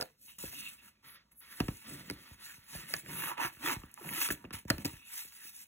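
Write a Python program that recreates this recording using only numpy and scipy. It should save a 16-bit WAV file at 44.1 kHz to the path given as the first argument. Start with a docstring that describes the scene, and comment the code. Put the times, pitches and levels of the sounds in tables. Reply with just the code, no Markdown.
"""A small room, close up on a ring binder: hands leaf through paper pages in plastic sleeves.
Friction, a stream of tiny slips, makes the sleeves scrape, hiss and rasp; the bending sheets flutter
and creak. Fingers brush the pages and the heel of the hand rubs the binder. Now and then a sleeve
crackles, the cover is bumped, or a sheet snaps or slaps down and thumps the stack.
Two microphone ports hear it all in stereo, with quick echoes off the desk and a short room tail."""
import sys
import numpy as np
from scipy import signal
from scipy.fft import rfft, irfft
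from scipy.io import wavfile
from scipy.ndimage import uniform_filter1d

SR = 44100
rng = np.random.default_rng(int(sys.argv[2]) if len(sys.argv) > 2 else 0)


def dump(signal):
    """Clip the signal to [-1, 1] and save it as 16-bit WAV at the path in sys.argv[1]."""
    limited = np.clip(np.atleast_2d(signal).T, -1, 1)
    pcm = np.round(limited * 32767).astype(np.int16)
    wavfile.write(sys.argv[1], SR, pcm)


N = 250047
T = np.arange(N) / SR
HZ = np.fft.rfftfreq(N, 1 / SR)


def gain_of(db):
    """Decibels to amplitude."""
    return 10 ** (np.asarray(db) / 20)


def unit_rms(x):
    """Scales to rms 1."""
    return x / np.sqrt(np.mean(x ** 2) + 1e-20)


def curve(points, hz, column=1):
    """One column of a table, joined by straight lines over log frequency."""
    table = np.array(points, float)
    return np.interp(np.log(hz + 1), np.log(table[:, 0] + 1), table[:, column])


def equalise(x, spectrum):
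    """Zero-phase EQ along a curve of (f/Hz, level/dB)."""
    return irfft(rfft(x) * gain_of(curve(spectrum, HZ)), N)


def add(mix, start, sound):
    """Lays a sound into the mix at start seconds."""
    part = mix[max(0, round(start * SR)):][:len(sound)]
    part += sound[:len(part)]


def wander(rate):
    """Smooth random drift of rms 1 that changes about rate times a second."""
    return unit_rms(irfft(rfft(rng.standard_normal(N)) * np.exp(-(HZ / rate) ** 2), N))


def resonate(x, hz, width_hz):
    """A steep resonance that follows the pitch curve hz."""
    turn = np.exp(2j * np.pi * np.cumsum(hz) / SR)
    pole = np.exp(-np.pi * width_hz / SR)
    return (turn * signal.lfilter([(1 - pole) ** 2], [1, -2 * pole, pole * pole], x / turn)).real


def binder_colour(x, spectrum, size=4096):
    """Minimum-phase EQ: a spectrum with the binder's hollow resonances on top."""
    # resonances of the open binder and the space above it: f/Hz, width/Hz, level/dB
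    hollow = [(297, 44, 2), (655, 190, 2), (924, 190, 4), (1720, 165, 7), (2660, 700, 8), (3400, 230, -4)]
    hz = np.fft.rfftfreq(size, 1 / SR)
    db = curve(spectrum, hz) + sum(peak / (1 + (2 * (hz - f) / width) ** 2) for f, width, peak in hollow)
    log_gain = np.log(gain_of(np.r_[db, db[-2:0:-1]]))
    taps = np.fft.ifft(np.exp(np.conj(signal.hilbert(log_gain)))).real[:size // 2]
    return signal.fftconvolve(x, taps)[:len(x)]


def slips(per_s, spread_db, smooth, judder_db, judder_hz):
    """Friction: tiny slips of uneven size over smooth rubbing, coming in clumps."""
    sizes = gain_of(spread_db * np.minimum(rng.exponential(1, N), np.pi)) * rng.choice([-1, 1], N)
    clicks = unit_rms(sizes * (rng.random(N) < per_s / SR))
    return (clicks + smooth * rng.standard_normal(N)) * gain_of(judder_db * wander(judder_hz))


def patchy(x, depth_db, bins, frames):
    """As the sheet bends, the bands that it radiates best come and go."""
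    bands = signal.stft(x, nperseg=1024, noverlap=768)[2]
    patches = rng.standard_normal(bands.shape)
    for axis, length in ((0, bins), (1, frames), (1, frames)):
        patches = uniform_filter1d(patches, length, axis)
    return signal.istft(bands * gain_of(depth_db * unit_rms(patches)), nperseg=1024, noverlap=768)[1][:N]


def swell(start, rise, hold, fade):
    """One hand movement gathers speed, holds, then falls 20 dB in fade seconds (25 ms at least)."""
    rising = np.clip((T - start) / max(rise, 1 / SR), 0, 1) ** 1.14
    stopping = np.maximum(T - start - rise - hold, 0) / max(fade, .025)
    return rising * gain_of(-20 * np.minimum(stopping ** 1.024, 10))


def envelopes(strokes):
    """One envelope for each level column of a table of strokes; overlaps add in power."""
    return np.sqrt(sum(np.outer(gain_of(levels), swell(start, rise, hold, fade)) ** 2
                       for start, rise, hold, fade, *levels in strokes))


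def flutter(pressed):
    """Pressing stiffens a bent sheet and lifts its two resonances; slack, it flaps loosely."""
    # tone of the loose flapping: f/Hz, level/dB
    flap_tone = [(20, -55.5), (45, -14), (80, -4.5), (150, 3), (300, -8.5), (420, -16), (650, -16),
                 (1500, -50.5)]
    slack_hz, pressed_hz = 175, 359
    pitch_hz = (slack_hz + (pressed_hz - slack_hz) * pressed) * np.exp(0.14 * wander(17.6))
    flaps = slips(per_s=260, spread_db=1.5, smooth=0.61, judder_db=0.5, judder_hz=56)
    fundamental = unit_rms(resonate(flaps, pitch_hz, width_hz=68))
    overtone = pressed * gain_of(-14.5) * unit_rms(resonate(flaps, 1.95 * pitch_hz, width_hz=210))
    wobble = signal.sosfilt(signal.butter(2, 100, "high", fs=SR, output="sos"), fundamental + overtone)
    loose = gain_of(4.5) * (1 - pressed)
    return (unit_rms(wobble) + loose * unit_rms(binder_colour(flaps, flap_tone))) / np.hypot(1, loose)


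def scrape(pressed, lightness_db):
    """An edge scrapes and small creases give way; its ring sinks when pressed and wanders as it bends."""
    # tone of the scraping edge: f/Hz, level/dB
    edge_tone = [(150, -19.5), (400, -12), (680, -14.5), (900, 3.5), (1400, -2), (2000, 0), (2800, -4.5),
                 (3600, -6), (5000, -11), (8000, -13.5)]
    slack_hz, pressed_hz = 1520, 1080
    friction = slips(per_s=600, spread_db=3.3, smooth=.55, judder_db=1.3, judder_hz=80)
    crinkles = slips(per_s=110, spread_db=-1, smooth=0, judder_db=0.5, judder_hz=7.8)
    drive = friction + gain_of(-9.5) * crinkles
    ring_hz = (slack_hz + (pressed_hz - slack_hz) * pressed) * np.exp(0.12 * wander(30))
    ring = gain_of(-15) * unit_rms(resonate(drive, ring_hz, width_hz=800))
    edge = unit_rms(binder_colour(patchy(drive, depth_db=2.8, bins=4, frames=6), edge_tone)) + ring
    # a light touch scrapes brighter: tilt around 2 kHz
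    tilt_db = np.clip(1.14 * lightness_db - 1.5, -5, 5)
    low = irfft(rfft(edge) / (1 + (HZ / 2000) ** 4), N)
    high = edge - low
    low_gain, high_gain = gain_of(-tilt_db), gain_of(tilt_db)
    return (low_gain * low + high_gain * high) / np.hypot(low_gain * low.std(), high_gain * high.std())


def hiss():
    """The plastic faces slip over each other in a bright, shifting hiss."""
    # tone of the sliding faces: f/Hz, level/dB
    face_tone = [(1000, -33), (3000, -11.5), (4100, -5), (4700, -6.5), (5500, -4.5), (7400, -5), (8600, 2),
                 (10200, -1.5), (11300, -2.5), (13300, -2.5), (14500, -2.5), (15800, -3)]
    faces = slips(per_s=2200, spread_db=3.2, smooth=.7, judder_db=1.3, judder_hz=30)
    return unit_rms(binder_colour(patchy(faces, depth_db=4.0, bins=6, frames=7), face_tone))


def sliding():
    """Each stroke of a sleeve over the stack blends flutter, scrape and hiss under a wavering hand."""
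    # sleeve strokes: t/s, rise/s, hold/s, fade/s, flutter/dB, scrape/dB, hiss/dB
    strokes = [(0.0, 0.001, 0.02, 0.09, -72, -55, -51.5), (.17, 0.084, 0.046, 0.17, -82, -84, -56),
               (.272, 0.015, .012, 0.06, -76, -58.5, -57), (.383, 0.0016, 0.11, 0.14, -61, -59, -44.5),
               (.495, 0.033, 0.16, 0.12, -65, -59, -46), (.8, 0.032, 0.059, 0.04, -70.5, -63, -59),
               (1.02, 0.03, 0.02, 0.06, -66, -60.5, -59), (1.308, 0.0084, 0.0052, 0.025, -74, -72, -70.5),
               (1.41, 0.11, 0.18, 0.8, -72, -60, -54), (1.835, 0.064, 0.052, 0.35, -49.5, -56, -49),
               (2.174, 0.058, 0.11, -0.04, -71, -62, -59), (2.37, 0.1, 0.044, 0.13, -71.5, -55, -48.5),
               (2.65, 0.091, 0.033, 0.17, -61.5, -51, -44.5), (2.86, 0.043, 0.081, 0.06, -62, -53.5, -44),
               (3.03, 0.071, 0.076, 0.18, -52.5, -51, -47), (3.08, 0.15, 0.068, 0.04, -68, -42.5, -42.5),
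               (3.25, 0.032, 0.037, 0.06, -56, -43.5, -60), (3.369, 0.012, 0.018, 0.1, -58, -37.5, -56),
               (3.39, 0.028, 0.039, 0.04, -49, -35.5, -37.5), (3.47, 0.01, 0.02, 0.34, -68.5, -60.5, -55.5),
               (3.58, 0.017, 0.017, 0.1, -59, -56, -53), (3.605, 0.07, 0.057, 0.04, -44.5, -35.5, -35.5),
               (3.745, 0.0061, 0.0085, 0.07, -55, -57.5, -52), (3.779, 0.02, 0.031, 0.38, -68, -63, -62),
               (3.934, 0.24, 0.04, 0.15, -53, -45.5, -43.5), (4.14, 0.0081, 0.093, 0.1262, -63, -44, -39.5),
               (4.192, 0.024, 0.011, 0.058, -69, -35.5, -27.5), (4.242, 0.008, 0.0088, 0.03, -58, -41, -36),
               (4.303, 0.0086, 0.015, 0.025, -37, -46.5, -33.5),
               (4.345, 0.016, 0.24, -0.04, -62.5, -70, -82.5),
               (4.525, 0.0088, 0.023, 0.0552, -57, -46.5, -42.5),
               (4.575, 0.011, 0.0064, 0, -69.5, -58.5, -49.5), (4.672, 0.016, 0.018, 0.13, -51, -50, -49),
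               (4.787, 0.015, 0.021, 0.026, -47, -53.5, -51.5),
               (4.845, 0.003, 0.012, 0.0259, -40.5, -47, -39), (4.86, 0.0072, 0.028, 0.19, -62, -54.5, -50),
               (5.03, 0.13, 0.054, 0.11, -78, -53, -41.5), (5.3, 0.026, 0.05, 0.4, -88, -61.5, -53),
               (5.385, 0.057, 0.037, 0.07, -84.5, -61, -48), (5.508, 0.048, 0.076, 0, -100, -66, -51.5)]
    rest = gain_of([[-77.5], [-84], [-93]])  # the hands never lie quite still
    waver_db = wander(24)
    flutter_gain, scrape_gain, hiss_gain = np.hypot(envelopes(strokes), rest) * gain_of(waver_db)
    pressed = scrape_gain / (scrape_gain + gain_of(-47))  # 0 slack, 1 fully pressed
    lightness_db = 20 * np.log10(hiss_gain / scrape_gain)  # a light touch has more hiss than scrape
    return (flutter_gain * flutter(pressed) + scrape_gain * scrape(pressed, lightness_db)
            + hiss_gain * hiss())


def second_rub():
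    """A quieter second rub on the same strokes, there to widen the stereo."""
    # tone of the second rub, with narrow bands cut near 4.7 and 8.9 kHz: f/Hz, level/dB
    rub_tone = [(150, -30), (600, -11), (2000, -12), (3700, -8), (4200, -15), (4500, -36), (5000, -36),
                (5600, -10), (7000, -19), (8400, -19), (8900, -30), (9600, -17), (15000, -12)]
    return equalise(sliding(), rub_tone)


def still_air():
    """A faint, steady bed of room tone, mostly low rumble."""
    # tone of the still air: f/Hz, level/dB
    air_tone = [(20, -16), (60, 26), (200, -13.5), (500, -5.5), (1500, -19.5), (4000, -1), (15000, -11.5)]
    return gain_of(-76.5) * unit_rms(binder_colour(rng.standard_normal(N), air_tone))


def cover_bumps():
    """Bumps ring the hollow cover for a moment."""
    # bumps on the cover: t/s, level/dB
    bumps = [(.002, -40.5), (.012, -65), (.024, -39.5), (.438, -50)]
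    # modes of the cover: f/Hz, level/dB, t60/s
    modes = [(442, -8, 0.077), (517, 0, 0.069), (650, 0.5, 0.05), (720, 0, 0.058), (855, -4, 0.058),
             (1390, 3, 0.024), (1540, -12, 0.05)]
    t, out = np.arange(SR // 4) / SR, np.zeros(N)
    for start, db in bumps:
        ring = sum(gain_of(level - 60 * t / t60) * np.sin(2 * np.pi * f * rng.uniform(1.0, 1.02) * t)
                   for f, level, t60 in modes)
        add(out, start, gain_of(db) * ring)
    return out


def impact(spectrum, rattle, decay_s, lag_ms, sink, size=8192):
    """A push and a dying rattle, pitched down by the ratio sink; has the energy of 10 ms at rms 1."""
    t, hz = np.arange(size) / SR, np.fft.rfftfreq(size, 1 / SR)
    push = binder_colour(1. * (t == 0), spectrum)
    burst = rng.standard_normal(size) * np.exp(-t / decay_s)
    tail = binder_colour(burst, [(f * sink, db) for f, db in spectrum])
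    wave = unit_rms(push) + rattle * unit_rms(tail)
    # the sheets carry low bending waves slower, so the pitch drops
    lag_s = lag_ms / 1000 * np.sqrt(1000 / (hz + 60))
    wave = irfft(rfft(wave) * np.exp(-2j * np.pi * np.cumsum(lag_s) * hz[1]), size)
    wave *= np.minimum(1, 2 * (1 - t / t[-1]))  # fade out
    return wave / np.linalg.norm(wave) * np.sqrt(SR / 100)


def slaps():
    """Each snap or slap layers a thump of the stack, a knock of the sheet and a tick of plastic."""
    # snaps and slaps: t/s, thump/dB, knock/dB, tick/dB, thump pitch/Hz, knock pitch/Hz
    hits = [(0.0112, -49, -45, -33, 553, 900), (0.0196, -54, -44, -44, 526, 1500),
            (0.0256, -56, -56, -37.5, 526, 900), (0.437, -40.5, -57, -78, 264, 900),
            (0.53, -64, -55, -75, 300, 900), (1.6028, -24, -31.5, -37, 198, 1020),
            (1.6832, -28, -40.5, -48, 187, 1040), (2.0997, -38.5, -40.5, -38, 320, 2020),
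            (2.11, -38.5, -67, -45, 250, 600), (2.311, -46.5, -61.5, -69, 92.6, 694),
            (2.578, -56, -86, -77.5, 141, 900), (2.751, -41.5, -47.5, -52, 131, 620),
            (2.9386, -46.5, -31.5, -30, 290, 1820), (3.3796, -55, -45, -69, 373, 1220),
            (3.444, -44.5, -53, -60, 203, 1000), (3.462, -56, -47, -62, 310, 1120),
            (3.568, -56, -60, -70, 161, 1500), (3.763, -36.5, -46.5, -72, 125, 1000),
            (3.835, -45, -52, -70, 190, 1200), (4.288, -45, -40.5, -40, 300, 1510),
            (4.304, -34.5, -31.5, -44, 243, 1630), (4.442, -44.5, -52, -85, 308, 1068),
            (4.450, -45, -52, -78, 280, 2570), (4.507, -47.5, -47, -61, 283, 1190),
            (4.5362, -40.5, -48.5, -45.5, 166, 1800), (4.651, -41, -81, -95, 178, 600),
            (4.7016, -24, -26.5, -26.5, 183, 1600), (4.7052, -32.5, -30.5, -31, 198, 616),
            (4.782, -38.5, -48, -50, 203, 470), (4.8487, -36, -40, -38.5, 257, 2650),
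            (4.8549, -34, -41, -34.5, 194, 1000), (4.931, -45, -62.5, -70.5, 112, 600),
            (5.248, -61.5, -72, -78, 323, 600), (5.448, -63, -74, -68, 270, 900)]
    # tone of the stack's thump at a pitch of 200 Hz: f/Hz, level/dB
    thump_tone = [(20, -47.5), (45, -12), (80, -1), (160, 2.5), (270, -1), (400, -10), (650, -17.5),
                  (1500, -43.5)]
    # tone of the sheet's knock: f/Hz, level/dB
    knock_tone = [(150, -20.5), (400, -2.5), (660, 4.5), (950, -2), (1300, -0.5), (1900, -2.5), (2900, -2),
                  (3800, -5.5), (6000, -11), (10000, -47)]
    # tone of the plastic's tick: f/Hz, level/dB
    tick_tone = [(1200, -37.5), (3500, -10), (4800, 12.5), (7300, -12.5), (8800, 7.5), (10500, -7),
                 (12300, -0.5), (15800, -11.5)]
    out, hz = np.zeros(N), np.geomspace(100, 12000, 60)
    for start, thump_db, knock_db, tick_db, thump_hz, knock_hz in hits:
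        tuned_thump = [(f * thump_hz / 200, db) for f, db in thump_tone]
        for delay_s, drop_db in ((0, 0), (0.031, -19.5)):  # the springy stack rebounds once
            thump = impact(tuned_thump, rattle=0.57, decay_s=0.018, lag_ms=2.404, sink=0.46)
            add(out, start + delay_s, gain_of(thump_db + drop_db) * thump)
        peak_db = 10.5 * np.exp(-(np.log2(hz / knock_hz) / 0.49) ** 2)
        tuned_knock = list(zip(hz, curve(knock_tone, hz) + peak_db))
        knock = impact(tuned_knock, rattle=1.0, decay_s=0.0058, lag_ms=0.674, sink=0.94)
        tick = impact(tick_tone, rattle=.6, decay_s=.0022, lag_ms=.5, sink=.95)
        add(out, start, gain_of(knock_db) * knock + gain_of(tick_db) * tick)
    return out


def swish():
    """Countless tiny slips between two slick faces: a dense, silky sheen high in the treble."""
    # plastic gliding on plastic: t/s, rise/s, hold/s, fade/s, level/dB
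    glides = [(.19, 0.034, 0.081, 0, -60), (1.035, 0.049, 0.068, -0.02, -55.5),
              (1.312, 0.0078, 0.0042, -0.5, -59), (1.345, 0.039, 0.015, 0.15, -54),
              (1.48, 0.046, .06, 0.2, -54), (3.08, 0.088, 0.13, 0.03, -41), (3.96, 0.2, 0.12, -0.22, -43)]
    # tone of the glide: f/Hz, level/dB
    glide_tone = [(3000, -46), (7500, -22), (9000, -7.5), (11200, 1), (12400, -1), (13500, -6.5),
                  (15500, -6.5)]
    faces = slips(per_s=4900, spread_db=2.5, smooth=0.68, judder_db=1.7, judder_hz=60)
    return envelopes(glides)[0] * unit_rms(binder_colour(faces, glide_tone))


def rasp():
    """Fine slips ring a sleeve's stiff edge in a half-whistling band that wavers as it bends."""
    # rasping strokes: t/s, rise/s, hold/s, fade/s, level/dB, pitch/Hz
    strokes = [(.27, 0.018, 0.012, 0.12, -59, 2870), (.383, 0.008, 0.1, 0.5, -62, 2800),
               (.51, 0.049, 0.12, 0.0547, -47.5, 2730), (.77, 0.018, .02, .03, -60.5, 2700),
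               (1.45, .05, 0.086, 0.1, -63, 1720), (2.42, 0.046, .05, .05, -57, 1720),
               (2.72, .04, 0.18, 0.25, -58, 1720), (3.15, 0.034, 0.07, 0.15, -47, 2700),
               (4.19, .02, 0.018, 0.08, -49, 3240), (4.93, .02, 0.13, 0.22, -60.5, 2650),
               (5.17, .03, 0.022, 0.03, -57, 2700), (5.35, .06, .045, -0.1, -60.5, 1770)]
    # modes of the edge: multiple of the pitch, width/Hz, level/dB
    modes = [(1, 420, 1.5), (1.33, 500, -7)]
    drive = slips(per_s=1300, spread_db=2.0, smooth=1.0, judder_db=1.5, judder_hz=33)
    starts, rises, *_, pitches = np.transpose(strokes)
    pitch_hz = np.interp(T, starts + rises, pitches) * np.exp(0.0083 * wander(14))
    ring = sum(gain_of(db) * unit_rms(resonate(drive, multiple * pitch_hz, width_hz))
               for multiple, width_hz, db in modes)
    return envelopes([row[:-1] for row in strokes])[0] * unit_rms(ring)


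def crackles():
    """A sleeve sticks and lets go: one crisp click around its own pitch, with no thump."""
    # sleeves letting go: t/s, level/dB, pitch/Hz
    releases = [(0.3883, -47.5, 8100), (0.39, -62, 1160), (.403, -52, 8040), (1.321, -68, 11300),
                (1.405, -60, 11300), (1.7702, -54, 8300), (2.966, -46, 6000), (3.062, -50.5, 1910),
                (3.798, -67, 9100), (3.819, -59, 1090), (3.915, -59, 11500), (3.9414, -48, 9900),
                (3.9763, -51, 1160), (4.009, -63, 1390), (4.021, -60, 1090), (4.045, -58, 1180),
                (4.0907, -41, 2050), (4.128, -46.5, 3000), (4.149, -43, 2200), (4.253, -44, 2590),
                (4.311, -40, 11100), (4.324, -41, 11100), (4.682, -56, 7000), (4.7016, -35, 6700),
                (4.7821, -46.5, 11100), (4.864, -45, 6000)]
    out, hz = np.zeros(N), np.geomspace(100, 16000, 40)
    for start, db, pitch_hz in releases:
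        octaves_off = np.abs(np.log2(hz / pitch_hz))
        tone = list(zip(hz, -13.5 * (octaves_off / 0.79) ** 0.81))
        add(out, start, gain_of(db) * impact(tone, rattle=.6, decay_s=.0015, lag_ms=.25, sink=0.98))
    return out


def finger_brush():
    """Skin on a flat page gives a soft, even rush that does not ring the binder."""
    # finger strokes: t/s, rise/s, hold/s, fade/s, level/dB
    strokes = [(.43, .02, 0.23, 0.33, -61.5), (1.03, 0.018, 0.17, -0.2, -61),
               (1.401, 0.014, 0.18, 0.3, -57), (1.838, 0.012, 0.26, 0.9, -56),
               (2.7, 0.045, 0.087, 0.33, -56)]
    # tone of brushing skin: f/Hz, level/dB
    skin_tone = [(300, -10), (650, -11.5), (1000, -1.5), (2000, 2.5), (3300, -3), (5000, -2.5), (8000, -33),
                 (15000, -30)]
    skin = slips(per_s=4600, spread_db=-5, smooth=0.89, judder_db=3.0, judder_hz=24)
    return envelopes(strokes)[0] * unit_rms(equalise(skin, skin_tone))


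def hand_rub():
    """The heel of the hand drags on the binder in soft, low judders."""
    # drags of the hand: t/s, rise/s, hold/s, fade/s, level/dB
    strokes = [(2.72, 0.015, .11, 0.24, -58.5), (2.93, 0.014, 0.034, -0.05, -53),
               (3.015, 0.03, 0.22, -0.1, -52), (4.045, 0.018, 0.062, 0.03, -46)]
    # tone of the drag: f/Hz, level/dB
    drag_tone = [(40, -28), (100, -5.5), (170, 6), (230, -12), (310, -8), (450, -14.5), (900, -29.5),
                 (3000, -64)]
    drag = slips(per_s=150, spread_db=1.5, smooth=0.8, judder_db=2.0, judder_hz=64)
    return envelopes(strokes)[0] * unit_rms(binder_colour(drag, drag_tone))


def creaks():
    """A resonance of the bending sheet falls as a buckle spreads out."""
    # buckles: t/s, length/s, first pitch/Hz, last pitch/Hz, level/dB
    buckles = [(2.899, 0.011, 1130, 444, -57), (3.971, 0.054, 984, 750, -55.5),
               (4.006, 0.016, 1530, 940, -60), (4.009, 0.03, 454, 310, -53.5),
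               (4.044, 0.0102, 1180, 650, -50)]
    out = np.zeros(N)
    for start, length, first_hz, last_hz, db in buckles:
        size = round(length * SR)
        drive = rng.standard_normal(size) * np.linspace(1, .2, size)
        ring = resonate(drive, np.geomspace(first_hz, last_hz, size), width_hz=150)
        add(out, start, gain_of(db) * unit_rms(ring * signal.windows.tukey(size, .3)))
    return out


def mic_ports(x, size=1024):
    """Sound meets the two ports out of step; the camera body shades the left one in the mids."""
    # left port against right: f/Hz, phase lead/rad, level/dB
    port_offsets = [(30, 0, -.7), (300, -.2, 0), (600, -.8, -2), (760, -1.7, -3), (860, -4, -4),
                    (1000, -5.1, -3), (1400, -6.1, -1.5), (1900, -5.7, -3.5), (2300, -4.5, -3.5),
                    (2900, -4.3, -1.5), (3400, -5.5, -1), (4300, -3.17, 0), (5150, -3.05, 0), (6600, 0, 0),
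                    (8900, 3.14, 0), (11100, 6.28, 0), (13200, 9.42, 0), (15400, 12.57, 0)]
    f, lead, balance_db = np.transpose(port_offsets)
    half = np.exp(.5j * np.interp(HZ, f, lead)) * gain_of(np.interp(HZ, f, balance_db) / 2)
    taps = np.roll(irfft(np.array([half, 1 / half]), N), size // 2, 1)[:, :size + 1]
    return signal.fftconvolve(np.array([x, x]), taps, "same", axes=1)


def near_echoes(x, count=24, size=400):
    """Pages and desk throw back a few quick echoes, different for each port."""
    # tone of the quick echoes, with narrow bands cut near 4.7 and 8.9 kHz: f/Hz, level/dB
    echo_tone = [(100, -30), (500, -13), (2000, -13), (3600, -12), (4200, -17), (4500, -34), (5000, -34),
                 (5400, -14), (7000, -17), (8400, -17), (8900, -27), (9500, -17), (11000, -17),
                 (15000, -13)]
    taps = np.zeros((2, size))
    delays = rng.integers(size // 16, size, (2, count))
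    np.put_along_axis(taps, delays, rng.standard_normal((2, count)), 1)
    taps *= np.exp(-2 * np.arange(size) / size)
    taps /= np.linalg.norm(taps, axis=1, keepdims=True)
    return signal.fftconvolve(equalise(x, echo_tone)[None], taps, axes=1)[:, :N]


def room(x, count=1000, step=20):
    """Sparse echoes, each band dying at its own speed; the bass is alike at both ports."""
    # short room tail, with a band cut near 4.8 kHz: f/Hz, t60/s, level/dB
    tail = [(61, 0.29, -27), (250, 0.36, -17.5), (510, 0.22, -10), (900, 0.11, -10), (2680, 0.26, -17.5),
            (4100, 0.23, -12), (4800, 0.15, -37), (6270, 0.2, -31), (14200, 0.17, -47)]
    taps = np.zeros((2, SR))
    delays = 130 + step * np.arange(count) + rng.integers(0, step, (2, count))
    np.put_along_axis(taps, delays, rng.choice([-1., 1.], delays.shape), 1)
    hz, t, bands = signal.stft(taps, SR, nperseg=256)
    alike = 1 / (1 + (hz[:, None] / 550) ** 4)
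    bands[1] = alike * bands[0] + np.sqrt(1 - alike ** 2) * bands[1]
    decay_rate = np.log(1000) / curve(tail, hz)[:, None]
    level = gain_of(curve(tail, hz, column=2))[:, None]
    bands *= level * np.exp(-decay_rate * t) * np.sqrt(2 * decay_rate * step / SR)
    return signal.fftconvolve(x[None], signal.istft(bands, SR, nperseg=256)[1], axes=1)[:, :N]


def scene():
    """The close sounds of the binder, widened by a second rub, quick echoes and the room tail."""
    direct = (still_air() + sliding() + swish() + finger_brush() + hand_rub() + rasp()
              + creaks() + crackles() + slaps() + cover_bumps())
    wide = mic_ports(second_rub()) * np.array([[1], [-1]])  # right polarity flipped for width
    return gain_of(-1.31) * (mic_ports(direct) + wide) + near_echoes(direct) + room(direct)


def record(dry):
    """A bass roll-off and a steep cut of the top treble."""
    low_cut_hz, high_cut_hz = 50, 15830
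    dry = signal.sosfilt(signal.butter(3, low_cut_hz, "high", fs=SR, output="sos"), dry)
    return signal.oaconvolve(dry, signal.firwin(511, high_cut_hz, window=("kaiser", 9), fs=SR)[None], "same")


dry = scene()
out = record(dry)
dump(out)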